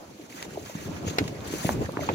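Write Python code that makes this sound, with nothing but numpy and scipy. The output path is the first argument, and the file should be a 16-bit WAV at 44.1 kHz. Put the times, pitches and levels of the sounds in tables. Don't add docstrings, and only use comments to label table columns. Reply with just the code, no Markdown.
import sys
import numpy as np
from scipy import signal
from scipy.fft import rfft, irfft
from scipy.io import wavfile
from scipy.ndimage import uniform_filter1d

SR = 44100
rng = np.random.default_rng(int(sys.argv[2]) if len(sys.argv) > 2 else 0)


def magnitude_from_level(level_db):
    exponent = np.asarray(level_db, float) / 20
    return 10 ** exponent


def file_out(sig):
    cols = np.atleast_2d(sig).T
    lim = np.clip(cols, -1, 1)
    pcm = np.round(lim * 32767).astype(np.int16)
    wavfile.write(sys.argv[1], SR, pcm)


N = 94726
CALM_DB = -42
EAR_LAG_MS = .49


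def evened(x):
    return x / np.sqrt(np.mean(x ** 2) + 1e-20)


def read(points, hz):
    f, value = np.transpose(points)
    return np.interp(np.log(hz + 1), np.log(f + 1), value)


def add(mix, s, sound):
    part = mix[max(round(s * SR), 0):][:len(sound)]
    part += sound[:len(part)]


def noise(colour_db, same, lag_ms, patch_db, flicker_db, size):
    hop = size // 4
    frames = N // hop + 5
    hz = np.fft.rfftfreq(size, 1 / SR)[:, None]
    a, b, c, d, patch = rng.standard_normal((frames, len(hz), 5)).T
    patch = uniform_filter1d(patch, size=len(hz) // 24, axis=0)
    patch = evened(uniform_filter1d(patch, size=9, axis=1))
    flicker = evened(uniform_filter1d(rng.standard_normal(frames), size=5))
    like = np.clip(same(hz), 0, 1)
    left = a + 1j * b
    shared = like * left * np.exp(-2j * np.pi * hz * lag_ms / 1000)
    right = shared + np.sqrt(1 - like ** 2) * (c + 1j * d)
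    t = np.arange(frames) * hop / SR
    level_db = colour_db(hz, t) + patch_db * patch + flicker_db * flicker
    z = np.array([left, right]) * magnitude_from_level(level_db)
    return signal.istft(z, nperseg=size, noverlap=size - hop)[1][:, :N]


def beat(hz, cycles):
    rise = .2 + .3 * cycles
    u = np.arange(-3 * rise, 1 + 6 * cycles, hz / SR)
    shape = np.where(u < 0, np.exp(-.5 * (u / rise) ** 2), np.exp(-u / cycles))
    sag = 1 + .1 * np.maximum(u, 0) / (1 + cycles)
    wave = shape * np.cos(2 * np.pi * u / sag)
    centred = wave - shape * wave.sum() / shape.sum()
    return -u[0] / hz, centred


def add_beat(out, s, db, hz, cycles, lag_ms):
    lead, wave = beat(hz, cycles)
    add(out[0], s - lead - lag_ms / 2000, magnitude_from_level(db) * wave)
    add(out[1], s - lead + lag_ms / 2000, magnitude_from_level(db) * wave)


# (time [s], level [dB])
GUST = [(0, -46), (.1, -45), (.3, -49), (.42, -45), (.54, -40), (.64, -44.5), (.76, -42), (.87, -37.5),
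        (.97, -38), (1.08, -36), (1.22, -35.5), (1.35, -38), (1.5, -37.5), (1.62, -36.5), (1.77, -34),
        (1.93, -37.5), (2.04, -34), (2.15, -30.5)]


def gust_db(t):
    return np.interp(t, *np.transpose(GUST))


# (frequency [Hz], density [dB per Hz])
ROAR_COLOUR = [(150, -52), (500, 0), (1000, -23), (2500, -7), (5200, -7.5), (7000, -5), (7700, -16.5),
               (15500, -19.5)]


def roar():
    def colour(hz, t):
        follow = 1 / (1 + (hz / 5000) ** 2)
        return read(ROAR_COLOUR, hz) + (gust_db(t) - CALM_DB) * follow

    wind = noise(colour, lambda hz: .3, EAR_LAG_MS, patch_db=1.5, flicker_db=1.0, size=512)
    return magnitude_from_level(-52.5) * evened(wind)


# (frequency [Hz], density [dB per Hz])
RUMBLE_COLOUR = [(25, -44), (60, -1.5), (110, -5.5), (300, -0.5), (550, -6.5), (1000, -13.5), (2500, -24),
                 (6000, -38.5)]
# (frequency [Hz], likeness [0-1])
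RUMBLE_SAME = [(60, 0.58), (200, 0.97), (640, 0.3), (1400, 0)]


def rumble():
    def colour(hz, t):
        bass = np.clip(np.log2(250 / (hz + 1)), 0, 1)
        return read(RUMBLE_COLOUR, hz) + (gust_db(t) - CALM_DB) * bass

    cloth = noise(colour, lambda hz: read(RUMBLE_SAME, hz), 0.082, patch_db=3.02, flicker_db=0.46, size=1024)
    return magnitude_from_level(gust_db(np.arange(N) / SR)) * evened(cloth)


def drumming():
    beats_per_s, pan_range_db = 210, 3
    hits = rng.random(N) < beats_per_s / SR
    kind = rng.integers(0, 16, N)
    out = np.zeros((2, N))
    for k, hz in enumerate(np.geomspace(90, 842, num=16)):
        cycles, pan, lag = rng.random(3)
        wave = beat(hz, .5 + 1.4 * cycles)[1]
        x = signal.oaconvolve(1.0 * (hits & (kind == k)), wave)[:N]
        x = x * magnitude_from_level(read(RUMBLE_COLOUR, hz) / 2)
        later = np.roll(x, round(24 * (lag - .6)))
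        out += [x * magnitude_from_level(pan_range_db * (pan - .5)), later * magnitude_from_level(pan_range_db * (.5 - pan))]
    return magnitude_from_level(-8 + gust_db(np.arange(N) / SR)) * evened(out)


# (time [s], peak level [dB], pitch [Hz])
HEAVES = [(0.619, -38, 80), (.862, -30, 110), (1.48, -33, 70), (1.721, -31, 75), (0.886, -29.5, 158),
          (0.947, -33, 76), (1.08, -23.5, 100), (1.22, -24, 102), (1.656, -47, 103), (1.853, -24.5, 90),
          (2.091, -30, 100)]


def heaves():
    out = np.zeros((2, N))
    for s, db, hz in HEAVES:
        add_beat(out, s, db, hz, cycles=.9, lag_ms=0)
    return out


# (start [s], length [s], level [dB], left minus right [dB], sheen [dB])
RUSTLES = [(0.212, 0.055, -54.5, -2, 6), (0.3, 0.052, -48.5, -1.5, 7), (0.362, 0.088, -44, -2, 4.5),
           (0.507, 0.055, -51.5, -3, 7), (0.578, 0.07, -51.5, -3, 7.5), (0.652, 0.075, -46, -0.5, 7),
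           (0.746, 0.13, -46.5, -1.5, 5), (0.899, 0.091, -49.5, -5, 2), (1.072, 0.035, -37, 1, 1.5),
           (1.127, 0.017, -45.5, 0, 3), (1.164, 0.13, -47.5, -3, 0.5), (1.447, 0.065, -45, 2.5, 4),
           (1.517, 0.17, -39, 2.5, 7), (1.631, 0.1, -40, 1, 10), (1.46, .01, -48, 0, 6),
           (1.821, 0.04, -47, 0.5, 5.5), (2.006, 0.06, -42, -1, -0.5), (2.065, .09, -47.5, -4, -22)]
# (frequency [Hz], density [dB per Hz])
RUSTLE_COLOUR = [(300, -6), (1000, -6), (2500, -5), (5200, -9.5), (6850, -3), (7750, -22.5), (11000, -20),
                 (15500, -22.5)]


def rustle():
    rise_s, fall_s, sheen_hz = .008, .011, 7400
    t = np.arange(N) / SR
    power = np.zeros((2, 2, N))
    for s, length, db, pan_db, sheen_db in RUSTLES:
        before, after = np.maximum(s - t, 0), np.maximum(t - s - length, 0)
        edge = np.exp(-before / rise_s - after / fall_s)
        body = edge * magnitude_from_level(db + pan_db * np.array([[.5], [-.5]]))
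        power += np.array([body, body * magnitude_from_level(sheen_db)]) ** 2
    hiss = noise(lambda hz, s: read(RUSTLE_COLOUR, hz) + 0 * s, lambda hz: .75 - hz / 25000,
                 EAR_LAG_MS, patch_db=2.34, flicker_db=1.0, size=256)
    slips = uniform_filter1d(rng.exponential(1, N) - 1, size=24)
    grain = magnitude_from_level(0.5 * evened(slips))
    hiss = evened(hiss * [grain, np.roll(grain, round(EAR_LAG_MS * SR / 1000))])
    low = irfft(rfft(hiss) * (np.fft.rfftfreq(N, 1 / SR) < sheen_hz), N)
    return np.sqrt(power[0]) * low + np.sqrt(power[1]) * (hiss - low)


# (time [s], peak level [dB], pitch [Hz], t60 [s])
PING = (2.031, -39, 13280, .045)


def ping():
    s, db, hz, t60 = PING
    out = np.zeros(N)
    t = np.arange(8000) / SR
    envelope = magnitude_from_level(db - 60 * t / t60) * np.minimum(t / 0.00064, 1)
    add(out, s, envelope * np.sin(2 * np.pi * hz * t))
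    return out * magnitude_from_level(np.array([[-8], [0]]))


# (time [s], peak level before a 6.5 dB lift [dB], top [Hz], rattle t60 [s], right ear later
# by [ms])
SNAPS = [(.4265, -27, 6000, .008, .46), (1.1842, -16.5, 4600, .04, .38), (1.856, -38, 4500, .02, -.2),
         (1.278, -33, 5500, .025, -.1), (2.0893, -27, 2600, .045, .4), (1.920, -41, 12000, .015, -.4),
         (.659, -39, 4500, .05, -.14), (.965, -38, 2500, .08, -.2), (1.240, -36, 5000, .02, .48),
         (1.476, -37, 14000, .06, -.1), (2.1445, -21, 2900, .02, .3)]


def snaps():
    rise_s, low_hz, lead_s = .0006, 420, .002
    out = np.zeros((2, N))
    t = np.arange(4096) / SR
    hz = np.fft.rfftfreq(len(t), 1 / SR)
    for s, db, top_hz, t60, lag_ms in SNAPS:
        middle, side = rng.standard_normal((2, len(t)))
        rattle = middle + .5 * side * [[1], [-1]]
        rattle = rattle * magnitude_from_level(-60 * t / t60) * np.sqrt(top_hz / SR) * np.minimum(t / rise_s, 1)
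        x = rattle + .8 * (t == 0)
        air = magnitude_from_level(-29) * min(top_hz / 4000, 1.5) ** 3 * (hz / top_hz) ** 4
        dull = (1 + air) / (1 + 1.3j * hz / top_hz - (hz / top_hz) ** 2) ** 2
        bass_cut = (1j * hz / low_hz) / (1 + 1j * hz / low_hz)
        delay = lead_s + np.array([[-.5], [.5]]) * lag_ms / 1000
        y = irfft(rfft(x) * dull * bass_cut * np.exp(-2j * np.pi * hz * delay))
        for ear in range(2):
            add(out[ear], s - lead_s, magnitude_from_level(db + 6.5) * y[ear] / abs(y).max())
    return out


# (time [s], peak level [dB], pitch [Hz], ring [cycles], right ear later by [ms])
KNOCKS = [(.3255, -38, 2290, 4.3, .45), (0.399, -43, 2005, 39, 0.63), (1.1852, -11, 506, 0.56, 0.42),
          (1.19, -25.5, 1634, 6, .2), (1.648, -19.5, 605, 1.2, 0.17), (1.6927, -7, 734, 0.41, -0.21),
          (1.6914, -19, 1750, 1.1, -0.075), (1.9717, -11.5, 1052, 0.19, -0.11),
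          (2.0903, -13, 930, 1.8, 0.28), (2.1452, -15, 1120, 0.7, 0.0048), (.199, -40, 625, 1.4, .2),
          (1.692, -24, 2300, 1, 0), (1.1765, -32, 830, 2, .2), (1.204, -24, 300, 1, .3),
          (.752, -33.5, 1000, 1, .2), (1.407, -31, 3500, 0.66, 0), (1.186, -25.5, 1516, 3, -0.19),
          (1.66, -38, 2070, 14, 0), (.454, -37.5, 930, 2, 0.12), (.509, -42.5, 1650, 2.7, 0.09),
          (.559, -35, 885, 2.9, 0.23), (1.188, -19.5, 2230, 6.6, 0.11), (1.278, -41, 880, 1.4, 0.38),
          (1.750, -35.5, 1120, 2, .2), (1.8175, -26.5, 855, 2, 0.49), (1.848, -38, 1860, 6.9, 0.17),
          (1.862, -35, 1790, 8, 0.16), (1.894, -26.5, 1090, 1.2, 0.15), (1.9736, -29, 950, 2.1, 0),
          (2.011, -34.5, 2140, 6.1, 0.0082), (2.0344, -25, 1430, 1.6, 0.17), (2.025, -29.5, 626, 8.6, 0.17),
          (2.145, -16, 2330, 1.8, 0.067), (2.135, -36, 3500, 5.4, 0.26)]


def knocks():
    out = np.zeros((2, N))
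    for s, db, hz, cycles, lag_ms in KNOCKS:
        add_beat(out, s, db, hz, cycles, lag_ms)
    return out


# (time [s], peak level [dB], pitch [Hz], ring [cycles])
THUMPS = [(.199, -37, 330, 5.1), (0.548, -34, 425, 1.5), (0.454, -39, 525, 2), (0.5747, -24, 680, 1.8),
          (.6984, -31, 620, 1.5), (0.7557, -22.5, 210, 0.83), (0.775, -35, 188, 2.5), (.917, -30.5, 278, 4),
          (1.070, -21, 198, 0.67), (1.082, -27.5, 476, 2), (1.101, -27.5, 192, 0.96),
          (1.1123, -24.5, 285, 0.74), (1.211, -16, 288, 0.82), (1.229, -23, 200, 0.69),
          (1.255, -22.5, 154, 0.71), (1.5392, -15.5, 312, 0.49), (1.6543, -9, 165, 0.23),
          (1.710, -29, 240, 5.4), (1.745, -25, 373, 2.6), (1.8128, -17, 250, 0.44),
          (1.822, -21.5, 500, 1.9), (1.892, -25, 556, 2.7), (1.974, -17, 324, 0.65),
          (1.993, -18, 633, 0.43), (2.010, -24.5, 283, 1.6), (2.0961, -19, 254, 0.48),
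          (2.106, -20.5, 470, 1), (1.218, -13.5, 270, 0.16), (0.347, -38.5, 293, 2.5),
          (.392, -42, 208, 1.3), (0.469, -41, 336, 3.3), (0.533, -38, 484, 1.7), (0.5778, -24.5, 423, 1.5),
          (.590, -35, 410, 1.7), (0.873, -35, 340, 1.4), (.31, -41.5, 243, 2.3), (.09, -42, 204, 1.8),
          (1.006, -35.5, 248, 2), (1.507, -26, 318, 1.3), (1.769, -26.5, 300, 0.68), (1.791, -29.5, 453, 2),
          (1.889, -28, 171, .8), (1.94, -28.5, 304, 0.96), (2.046, -30, 410, 1.4), (2.08, -25, 300, 0.72),
          (2.1002, -17.5, 510, 0.84), (2.117, -22.5, 480, 0.87), (2.140, -26, 258, .7),
          (2.1465, -16.5, 444, 0.96)]


def thumps():
    out = np.zeros((2, N))
    for s, db, hz, cycles in THUMPS:
        add_beat(out, s, db, hz, cycles, lag_ms=0.19)
    return out


def cabin(x):
    taps = rng.choice([-1., 1.], (2, SR // 2)) * (rng.random((2, SR // 2)) < .05)
    taps[1] = .6 * taps[0] + .8 * taps[1]
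    taps[:, :150] = 0
    hz, t, z = signal.stft(taps, SR, nperseg=256)
    t60 = read([(200, .12), (6000, .06)], hz)[:, None]
    tail = signal.istft(z * magnitude_from_level(-60 * t / t60), SR, nperseg=256)[1]
    return signal.fftconvolve(x, tail / np.linalg.norm(tail[0]), axes=1)[:, :N]


def scene():
    hits = heaves() + ping() + snaps() + knocks() + thumps()
    return roar() + rumble() + drumming() + rustle() + hits + magnitude_from_level(-13) * cabin(hits)


def roll_off(x):
    return signal.sosfilt(signal.butter(12, 15810, fs=SR, output="sos"), x)


# (frequency [Hz], left minus right [dB])
EAR_BALANCE = [(40, -1), (150, 1), (700, -1), (2400, -4), (4400, 3.5), (9000, 0.5)]


def record(dry):
    hz = np.fft.rfftfreq(N, 1 / SR)
    balance = magnitude_from_level(read(EAR_BALANCE, hz) * np.array([[.5], [-.5]]))
    bass_cut = hz ** 2 / (hz ** 2 + 42 ** 2)
    mix = irfft(rfft(dry) * balance * bass_cut * (hz < 15850), N)
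    return roll_off(mix)


dry = scene()
out = record(dry)
file_out(out)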